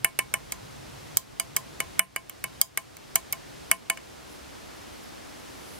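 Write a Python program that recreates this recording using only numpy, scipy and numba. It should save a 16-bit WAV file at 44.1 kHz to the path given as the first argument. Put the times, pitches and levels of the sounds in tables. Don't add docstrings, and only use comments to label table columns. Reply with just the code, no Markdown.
import sys
import numpy as np
from scipy import signal
from scipy.fft import rfft, irfft, next_fast_len
from scipy.io import wavfile
from numba import njit

SR = 44100
rng = np.random.default_rng(int(sys.argv[2]) if len(sys.argv) > 2 else 0)


def dump_mix(stems):
    frames = np.atleast_2d(stems).T
    limited = np.clip(frames, -1, 1)
    pcm = np.round(limited * 32767).astype(np.int16)
    wavfile.write(sys.argv[1], SR, pcm)


N = 255336

# (time [s], delay until the tip lands [s], strength [dB], bite [dB], sharpness of the contact [dB])
TAPS = [(0.046, 0, 6, 4.5, 7.5), (0.1891, 0.0014, 2.5, 2.5, -3), (0.3393, 0.00033, 0, 3, -6),
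        (.521, 0.0015, -9, -3.5, -4), (1.1711, 0, 0, -9, 1), (1.398, 0.00061, -1.5, -3, -4),
        (1.5645, 0.0028, -1.5, -4, -3), (1.8029, 0, -4, 2, -14), (1.9936, 0.00033, 10, 6.5, 13.5),
        (2.1614, 0.00043, 0, 4, -1), (2.2958, 0.00093, -15.5, -1.5, 8.5), (2.44, 0.0011, -5, 1.6, 6),
        (2.6143, .0006, 7, -8.5, -3.5), (2.7743, 0, 1.5, 1, 0), (2.9682, 0.00048, -22.5, -3, 2),
        (3.1561, 0.0015, 2, -3, 0.5), (3.3254, 0.0037, -7.5, -1.5, 7.5), (3.7141, 0.00064, 6.5, 3, 0.5),
        (3.8987, 0.0011, 2.5, 2, -14), (3.9732, 0, -17, 3, -18)]
# (frequency [Hz], relative level [dB], decay by 60 dB [s])
WORK_MODES = [(1143, -3.5, 0.0082), (1410, -11.5, 0.017), (1617, -12.5, 0.042), (1767, -13, 0.071),
              (1800, -9, 0.018), (2213.5, 4.5, 0.035), (2230, -20, 0.16), (2294, -10.5, 0.058),
              (2654, -14.5, 0.038), (2963, -8, 0.062), (3534, -21.5, 0.035)]
BOWL_MODES = [(185, -14.5, 0.21), (672.5, -4, 0.13), (821, -8.5, 0.11), (1045.6, 1, 0.14),
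              (1029.4, -0.5, 0.098), (1108, -2.5, 0.083)]
HAMMER_MODES = [(8340, -2, .013), (8680, -3, .009), (9150, -7, .006), (9770, -12, .02), (10100, 0, .011),
                (10450, -4, .007), (10950, -2, .007), (11600, -5, .005), (12300, -8, .006)]
PUNCH_MODES = [(3184, -15, 0.032), (4898, -6, 0.016), (5160, -5, 0.006), (5880, -3, 0.015),
               (6080, -1.5, .007), (6694, -3.5, 0.0092), (7610, -6, 0.011)]
BRIGHT_MODES = [(12750, -5, .005), (13850, -2, .007), (14250, 0, .009)]
# (frequency [Hz], relative level per Hz [dB])
WORK_CRACK = [(300, -11.5), (900, -9.5), (1200, 6.5), (2400, 7.5), (3300, -5), (4000, -21.5), (5000, -18.5),
              (7000, -29)]
BOWL_CRACK = [(50, -16), (220, -4), (600, 7), (900, -13), (1300, 9.5), (2500, -29)]
HAMMER_CRACK = [(2000, -56), (4500, -43), (7000, -23), (8300, 12), (11500, 0), (13000, -2.5),
                (16000, -23.5)]
PUNCH_CRACK = [(300, -47), (2500, -34), (4000, -2), (5800, -10), (7600, 9), (10000, -4.5)]
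BRIGHT_CRACK = [(5000, -47), (11000, 3), (12700, -18.5), (14300, 14), (15000, -1), (16500, -25)]
WORK_DB, PUNCH_DB, HAMMER_DB, BOWL_DB, BRIGHT_DB = -24.5, -26.5, -22.5, -32.5, -26
HAMMER_GROWS, BOWL_GROWS, BRIGHT_GROWS = 1.41, 0.9, 1.15
BITE_DRIVES_BOWL, BITE_DAMPS_BRIGHT = .46, 1.39
SHARP_LIFTS_HAMMER = 0.09
TRAVEL_S = .00008
STEEL_CRACK_T60 = .004


def taps():
    track = np.zeros((2, N))
    for s, gap, strength_db, bite_db, sharp_db in TAPS:
        work_db = WORK_DB + strength_db + bite_db
        punch_db = PUNCH_DB + strength_db - bite_db
        bowl_db = BOWL_DB + BOWL_GROWS * strength_db + BITE_DRIVES_BOWL * bite_db
        hammer_db = HAMMER_DB + HAMMER_GROWS * strength_db + SHARP_LIFTS_HAMMER * sharp_db
        bright_db = BRIGHT_DB + BRIGHT_GROWS * strength_db - BITE_DAMPS_BRIGHT * bite_db + sharp_db

        bowl = amp(bowl_db) * struck(BOWL_MODES, BOWL_CRACK, click_db=-4.5, crack_db=-7,
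                                     crack_t60=0.022, spread_db=-5.0)
        work = amp(work_db) * struck(WORK_MODES, WORK_CRACK, click_db=-5.5, crack_db=-11.5,
                                     crack_t60=0.023, spread_db=-3.5)
        add(track, s + gap + TRAVEL_S, bowl + work)

        landing = np.clip((gap - .0002) / .0008, 0, .6) * np.exp(-gap / .004)
        for when, share in ((s, 1 - landing), (s + gap, landing)):
            hammer = amp(hammer_db) * struck(HAMMER_MODES, HAMMER_CRACK, click_db=-4.0, crack_db=-6.0,
                                             crack_t60=STEEL_CRACK_T60, spread_db=-1.5)
            punch = amp(punch_db) * struck(PUNCH_MODES, PUNCH_CRACK, click_db=-2.0, crack_db=1,
                                           crack_t60=STEEL_CRACK_T60, spread_db=2.5)
            bright = amp(bright_db) * struck(BRIGHT_MODES, BRIGHT_CRACK, click_db=2.0, crack_db=-2,
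                                             crack_t60=STEEL_CRACK_T60, spread_db=-13)
            add(track, when, np.sqrt(share) * (hammer + punch + bright))
    return track


SCATTER_DB = 2
DETUNE = .0015


def struck(modes, crack, click_db, crack_db, crack_t60, spread_db):
    hz, db, t60 = np.transpose(modes)[:, :, None]
    size = SR // 20 if hz.min() > 2500 else SR // 5
    t = np.arange(size) / SR
    strength, shift = rng.standard_normal((2, len(modes), 1))
    hz = hz * (1 + DETUNE * shift)
    sign = (-1) ** np.arange(len(modes))[:, None]
    decay = amp(db + SCATTER_DB * strength - 60 * t / t60)
    ring = blow((sign * decay * np.sin(2 * np.pi * hz * t)).sum(0))
    push = blow(click(crack, size))
    burst = blow(noise(crack, size) * amp(-60 * t / crack_t60))
    direct = blow(ring + amp(click_db) * push + amp(crack_db) * burst)
    spread = amp(spread_db) * blow(push + ring * 0.46)
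    return np.array([direct, spread])


def click(spectrum, size):
    hz = np.fft.rfftfreq(size, 1 / SR)
    cepstrum = irfft(np.log(amp(along(spectrum, hz))), size)
    cepstrum[size // 2:] = 0
    return irfft(np.exp(rfft(2 * cepstrum)), size)


def blow(x):
    return x / np.sqrt(np.sum(x ** 2) / (.016 * SR) + 1e-20)


# (frequency [Hz], phase by which left leads [rad])
PORT_LEAD = [(300, .4), (1600, .3), (2200, -1), (2900, .1), (4500, 1.3), (5300, .9), (6000, 2.2), (7400, 2),
             (8500, 2.9), (10000, 3.8), (10800, 5.2), (11400, 5.8), (12200, 7.8), (15000, 8.2)]
# (frequency [Hz], left minus right level [dB])
PORT_BALANCE = [(300, 3), (1500, 0.5), (2200, -2), (2900, 3), (4600, 3), (5600, 3.5), (7300, -3.5),
                (8400, -8.5), (10000, -5), (11000, 9), (12200, -3.5), (14300, -3.5)]


def ports(x):
    side, late = np.array([[1], [-1]]) / 2, np.array([[0], [1]])

    def response(hz):
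        return amp(side * along(PORT_BALANCE, hz)) * np.exp(-1j * late * along(PORT_LEAD, hz))

    return filtered(x, response)


# (frequency [Hz], decay by 60 dB [s])
ROOM_T60 = [(200, 0.34), (1000, 0.088), (3000, 0.17), (9000, 0.12), (15000, 0.14)]


def workshop(x, bench_db, bench_t60, room_db):
    wet, size = np.zeros((2, N + SR)), SR // 4
    t = np.arange(size) / SR
    starts = [round((row[0] - .01) * SR) for row in TAPS] + [N]
    for a, b in zip(starts, starts[1:]):
        hz, frame_t, z = signal.stft(rng.standard_normal((2, size)), SR, nperseg=128)
        fading = z * amp(-60 * frame_t / along(ROOM_T60, hz)[:, None])
        tail = signal.istft(fading, SR, nperseg=128)[1][:, :size]
        tail = tail * (1 - np.exp(-t / 0.0042))
        bench = rng.standard_normal((2, size)) * amp(-60 * t / bench_t60) * (1 - np.exp(-t / 0.0021))
        answer = (amp(bench_db) * unit(bench) + amp(room_db) * unit(tail)) / np.sqrt(size)
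        echo = signal.fftconvolve(x[None, a:b], answer, axes=1)
        wet[:, a:a + echo.shape[1]] += echo
    return wet[:, :N]


# (time of the peak [s], level [dB], length [s])
BRUSHES = [(4.325, -52.5, 0.069), (5.04, -54, .05), (5.75, -51.5, 0.42)]
BRUSH_FADE_DB = 9


def hand():
    t = np.arange(N) / SR
    # (frequency [Hz], relative level per Hz [dB])
    skin = [(500, -40), (3000, 1), (7000, -4), (11000, 7), (14000, -3), (16000, -11)]
    pressure = sum(amp(db - BRUSH_FADE_DB * np.abs(2 * (t - s) / length)) for s, db, length in BRUSHES)
    return pressure * noise(skin, (2, N))


RUSH_DB, RUSH_PEAK_S, RUSH_RISE_DB_PER_S, RUSH_FALL_DB_PER_S = -55, 5.6, 7.5, 20


def rush():
    level = amp(RUSH_DB) * swell(RUSH_PEAK_S, RUSH_RISE_DB_PER_S, RUSH_FALL_DB_PER_S)
    return level * noise([(120, -14), (200, -10), (300, 3), (420, -18), (800, -32)], (2, N))


def swell(peak_s, rise_db_per_s, fall_db_per_s):
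    t = np.arange(N) / SR - peak_s
    return amp(np.minimum(rise_db_per_s * t, -fall_db_per_s * t))


# (frequency [Hz], relative level per Hz [dB])
AIR = [(15, -57), (25, -21), (36, -9), (49, -5.5), (66, 0), (114, -4.5), (141, -5.5), (175, -6.5),
       (285, -5), (335, -6.5), (489, -7.5), (677, -7.5), (5280, -15), (11300, -23.5), (16000, -31.5)]
# (frequency [Hz], side minus mid level [dB])
AIR_SIDE = [(60, -16), (110, 3), (200, 8), (380, 8), (700, 4), (1290, 0.5), (2380, -5), (4400, -6),
            (8120, -3.5), (15000, 1.5)]
HUM_HZ = 59.6
RUMBLE_DB, RUMBLE_SAG_DB_PER_S, RUMBLE_END_S, RUMBLE_FADE_DB_PER_S = -50, 1.5, 3.6, 15


def air(air_db, hum_db):
    t, apart = np.arange(N) / SR, np.array([[1], [-1]])
    side = filtered(noise(AIR, N), lambda hz: amp(along(AIR_SIDE, hz)))
    hiss = amp(air_db) * (noise(AIR, N) + apart * side)
    hum = amp(hum_db) * np.sqrt(2) * np.sin(2 * np.pi * HUM_HZ * t)
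    # (frequency [Hz], relative level per Hz [dB])
    low = [(20, -31), (45, -3.0), (90, -2), (135, 5.0), (200, -11.0), (400, -46), (1500, -70)]
    late_fade_db = RUMBLE_FADE_DB_PER_S * np.maximum(t - RUMBLE_END_S, 0)
    rumble_db = RUMBLE_DB - RUMBLE_SAG_DB_PER_S * t - late_fade_db
    rumble = amp(rumble_db) * unit(noise(low, N) + amp(-7.5) * apart * noise(low, N))
    return hiss + hum + rumble


def amp(db):
    return 10 ** (np.asarray(db) / 20)


def unit(x):
    return x / np.sqrt(np.mean(x ** 2) + 1e-20)


def along(points, hz):
    f, v = np.transpose(points)
    return np.interp(np.log(hz + 1), np.log(f + 1), v)


def filtered(x, response):
    n = x.shape[-1]
    m = next_fast_len(n + 4096)
    return irfft(rfft(x, m) * response(np.fft.rfftfreq(m, 1 / SR)), m)[..., :n]


def noise(spectrum, size):
    return unit(filtered(rng.standard_normal(size), lambda hz: amp(along(spectrum, hz))))


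def add(track, s, sound):
    part = track[:, max(round(s * SR), 0):][:, :sound.shape[1]]
    part += sound[:, :part.shape[1]]


def scene():
    direct, spread = taps()
    echoes = workshop(spread, bench_db=-6.5, bench_t60=0.021, room_db=-14.5)
    return ports(direct) + echoes + hand() + rush() + air(air_db=-47.5, hum_db=-66.5)


@njit
def gain_control(peak, limit, step_db, release, start_db):
    gain, cut = np.empty(len(peak)), start_db
    for i in range(len(peak)):
        gain[i] = 10 ** (-cut / 20)
        if peak[i] * gain[i] > limit:
            cut += step_db
        cut -= cut / release
    return gain


TOP_HZ = 15800


def record(dry):
    peak = np.abs(dry).max(0)
    gain = gain_control(peak, limit=0.83, step_db=1.02, release=.35 * SR, start_db=5.5)
    clipped = np.clip(dry * gain, -1.2, 1.05)
    return filtered(clipped, lambda hz: 1 / np.sqrt(1 + (hz / TOP_HZ) ** 160))


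dry = scene()
out = record(dry)
dump_mix(out)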